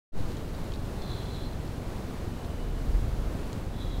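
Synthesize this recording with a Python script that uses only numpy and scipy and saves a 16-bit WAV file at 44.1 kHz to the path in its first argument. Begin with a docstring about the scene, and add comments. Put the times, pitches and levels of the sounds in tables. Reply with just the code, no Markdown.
"""A field at night. A trail camera wakes with a soft thump, and its electronics putter under a steady wind.
Hooves brush the grass and snap dry stalks. At about one second a roe deer forces air through its tight
throat in a thin, breathy squeal. A very faint, far whistle follows, and near three seconds the wind
swells into a low gust on the microphone. One more stalk snaps, then the deer squeals again."""
import sys
import numpy as np
from scipy import signal
from scipy.fft import rfft, irfft
from scipy.io import wavfile

SR = 44100
rng = np.random.default_rng(int(sys.argv[2]) if len(sys.argv) > 2 else 0)


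def unload_wav(signal):
    """Save mono or channel-first audio to the path in sys.argv[1] as 16-bit WAV at rate SR, clipped to [-1, 1]."""
    wavfile.write(
        sys.argv[1],
        SR,
        np.round(np.clip(np.atleast_2d(signal).T, -1, 1) * 32767).astype(np.int16),
    )


N = 176400


def gain(db):
    """Turns decibels into a number to multiply by."""
    return 10 ** (np.asarray(db) / 20)


def unit_level(x):
    """Scales a sound so that its average level (rms) is one."""
    return x / np.sqrt(np.mean(x ** 2) + 1e-20)


def curve(table, t, column=1):
    """Joins a table's rows with straight lines and reads one column at times t."""
    columns = np.transpose(table)
    return np.interp(t, columns[0], columns[column])


def add(mix, start_s, sound):
    """Mixes a sound in at its start time."""
    part = mix[max(round(start_s * SR), 0):][:len(sound)]
    part += sound[:len(part)]


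def coloured_noise(colour):
    """Noise whose low and high parts are as strong as the table says."""
    hz, db = np.transpose(colour)
    shape = gain(np.interp(np.log(np.fft.rfftfreq(N, 1 / SR) + 1), np.log(hz + 1), db))
    return irfft(rfft(rng.standard_normal(N)) * shape, N) * np.sqrt(SR / 2)


def wander(hz):
    """A smooth, random drift, mostly slower than hz."""
    keep_slow = np.exp(-(np.fft.rfftfreq(N, 1 / SR) / hz) ** 2)
    return unit_level(irfft(rfft(rng.standard_normal(N)) * keep_slow, N))


def airy_tone(hz, width_hz, size):
    """Noise ringing around a pitch that may glide; wider sounds breathier."""
    spin = np.exp(2j * np.pi * np.cumsum(hz * np.ones(size)) / SR)
    fade = np.exp(-np.pi * width_hz / SR)
    # shift the noise down, keep its slow part, then shift it back up to the pitch
    air = rng.standard_normal(N) / spin[np.arange(N) % size]
    slow = signal.lfilter([(1 - fade) ** 2], [1, -2 * fade, fade * fade], air)[-size:]
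    return unit_level((spin * slow).real)


def camera_wakes(sound, wake_s=0.12, fade_s=0.059, swing_s=0.069, thump_db=-23):
    """The sound fades in while the camera's input swings once and settles: a soft thump."""
    awake_s = np.maximum(np.arange(N) / SR - wake_s, 0)
    swing = awake_s / swing_s
    thump = gain(thump_db) * swing * np.exp((1 - swing ** 2) / 2)
    return sound * np.minimum(awake_s / fade_s, 1) - thump


# The colour of the wind and hiss. Each row: frequency in Hz, level in dB per Hz.
WIND_COLOUR = [(8, -55.5), (40, -60.5), (100, -61), (200, -64), (300, -67), (450, -70.5), (1000, -79),
               (2000, -87.5), (3200, -91.5), (4200, -91.5), (5100, -95), (7000, -97.5), (10000, -100.5),
               (15500, -104)]


def wind(sway_db=0.73):
    """A steady wash of air and microphone hiss that sways a little in level."""
    return coloured_noise(WIND_COLOUR) * gain(sway_db * wander(hz=4.5))


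# How hard the gust blows. Each row: time in seconds, level in dB.
GUST_LEVELS = [(.55, -40), (.72, -35.5), (.95, -43.5), (2.4, -51), (2.65, -36), (2.8, -30.5), (2.99, -24),
               (3.19, -28), (3.3, -32), (3.55, -49), (3.9, -33.5), (4.0, -35)]
# Its deep colour. Each row: frequency in Hz, relative level in dB.
GUST_TONE = [(8, -20), (22, -5.5), (36, 4.5), (60, -7), (110, -15.5), (250, -38), (1000, -68)]


def gust(t):
    """Wind buffets the microphone with a low rumble that swells and sinks."""
    return gain(curve(GUST_LEVELS, t)) * unit_level(coloured_noise(GUST_TONE))


def putter(t, rate_hz=22.244, first_s=0.0256, pulse_s=0.0051, spread=0.31):
    """The electronics draw current in even pulses; each dips the input, which then overshoots."""
    cycles = (t - first_s) * rate_hz
    strength = (1 + spread * rng.standard_normal(N))[np.floor(cycles).astype(int)]
    dips = -strength * (cycles % 1 < pulse_s * rate_hz)
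    rounded = signal.lfilter(*signal.butter(2, 264, fs=SR), dips)
    overshooting = signal.lfilter(*signal.butter(1, 27, "high", fs=SR), rounded)
    return gain(-27.5) * overshooting


# Hooves brushing through grass. Each row: time in seconds, level in dB.
GRASS_LEVELS = [(.15, -64), (.32, -59), (.45, -67), (.75, -63), (.95, -62), (1.65, -62), (1.9, -74)]
# The colour of the blades. Each row: frequency in Hz, relative level in dB.
GRASS_COLOUR = [(1500, -32), (3000, -4), (4100, 0.5), (5200, -12), (7000, -10), (14000, -19)]


def grass_rustle(t, clump_db=3):
    """Grass blades scrape in small, uneven clumps as the deer walks by."""
    scraping = coloured_noise(GRASS_COLOUR) * gain(clump_db * wander(hz=60.4))
    return gain(curve(GRASS_LEVELS, t)) * unit_level(scraping)


# Stalks breaking underfoot. Each row: start in seconds, peak level in dB, main ring in Hz,
# decay in seconds, level of the bright ring compared with the main one in dB.
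STALK_SNAPS = [(0.317, -46, 4400, .003, -9), (.3690, -39, 3470, .001, -6.5), (0.548, -40, 4380, .0012, -11),
               (0.7202, -35, 3630, .0016, -18), (0.7367, -38.5, 3950, .004, -13),
               (.7582, -42, 4000, .002, -18), (1.0205, -38, 4250, .002, -18), (1.361, -38, 3845, .002, -15),
               (1.677, -40.5, 4340, .002, -16), (2.4468, -41.5, 3820, .0015, -12),
               (3.5302, -31, 3710, .0008, -1.5)]


def stalk_snap(peak_db, ring_hz, decay_s, bright_db):
    """A stalk breaks: a tiny burst with a main ring and a brighter one."""
    t = np.arange(0, 6 * max(decay_s, .0003), 1 / SR)
    main = airy_tone(ring_hz, width_hz=1200, size=len(t))
    bright = gain(bright_db) * airy_tone(6700, width_hz=1500, size=len(t))
    rise = 1 - np.exp(-10 * t / decay_s)
    burst = (main + bright) * rise * np.exp(-t / decay_s)
    return gain(peak_db) * burst / abs(burst).max()


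# How hard the deer pushes in each squeal. Each row: time in seconds, effort in dB.
FIRST_EFFORT = [(.97, -72), (1.024, -55), (1.076, -53.5), (1.1, -46.5), (1.18, -51.5), (1.24, -58),
                (1.3, -57.5), (1.36, -50), (1.39, -56), (1.455, -53.5), (1.55, -67)]
SECOND_EFFORT = [(3.735, -63), (3.785, -62), (3.812, -53), (3.865, -57), (3.92, -55.5), (4.0, -58.5)]
# The throat's two tones. Each row: time in seconds, lower pitch in Hz, upper pitch in Hz,
# level of the lower tone compared with the upper in dB.
FIRST_THROAT = [(1.0, 3590, 4160, -1), (1.11, 3500, 4034, -7), (1.229, 3383, 4065, 0),
                (1.36, 3476, 3987, -4), (1.46, 3440, 4140, -6)]
SECOND_THROAT = [(3.75, 3480, 3900, 2), (3.85, 3390, 3860, -1), (4.0, 3320, 3860, -1)]


def deer_squeal(effort, throat, waver_depth=0.00646, rasp_db=1):
    """Air forced through a tight throat whistles in two rasping, wavering tones."""
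    t = np.arange(effort[0][0], effort[-1][0], 1 / SR)
    n = len(t)
    waver = 1 + waver_depth * wander(hz=27.4)[:n]
    lower_hz, upper_hz, lower_db = (curve(throat, t, column) for column in (1, 2, 3))
    lower = gain(lower_db) * airy_tone(lower_hz * waver, width_hz=260, size=n)
    upper = airy_tone(upper_hz * waver, width_hz=330, size=n)
    rasp = unit_level(gain(rasp_db * wander(hz=90)[:n]))
    return t[0], gain(curve(effort, t)) * rasp * (lower + upper)


# A very faint, far whistle. Each row: time in seconds, level in dB.
WHISTLE_LEVELS = [(2.1, -76), (2.3, -68), (2.55, -64), (2.8, -63), (3.0, -76)]


def far_whistle(t):
    """A thin, airy tone that swells and fades."""
    sounding = (t > WHISTLE_LEVELS[0][0]) & (t < WHISTLE_LEVELS[-1][0])
    return sounding * gain(curve(WHISTLE_LEVELS, t)) * airy_tone(2970, width_hz=220, size=N)


def scene():
    """Mixes the wind, the camera's putter, the whistle, the grass and the deer into one channel."""
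    t = np.arange(N) / SR
    mix = wind() + gust(t) + putter(t) + far_whistle(t) + grass_rustle(t)
    add(mix, *deer_squeal(FIRST_EFFORT, FIRST_THROAT))
    add(mix, *deer_squeal(SECOND_EFFORT, SECOND_THROAT))
    for start_s, *stalk in STALK_SNAPS:
        add(mix, start_s, stalk_snap(*stalk))
    return mix[None]


def record(dry):
    """The camera wakes, and it cuts off the treble above 15800 Hz."""
    treble_cut = signal.firwin(511, 15800, window=("kaiser", 9), fs=SR)
    return signal.oaconvolve(camera_wakes(dry), treble_cut[None], "same")


dry = scene()
out = record(dry)
unload_wav(out)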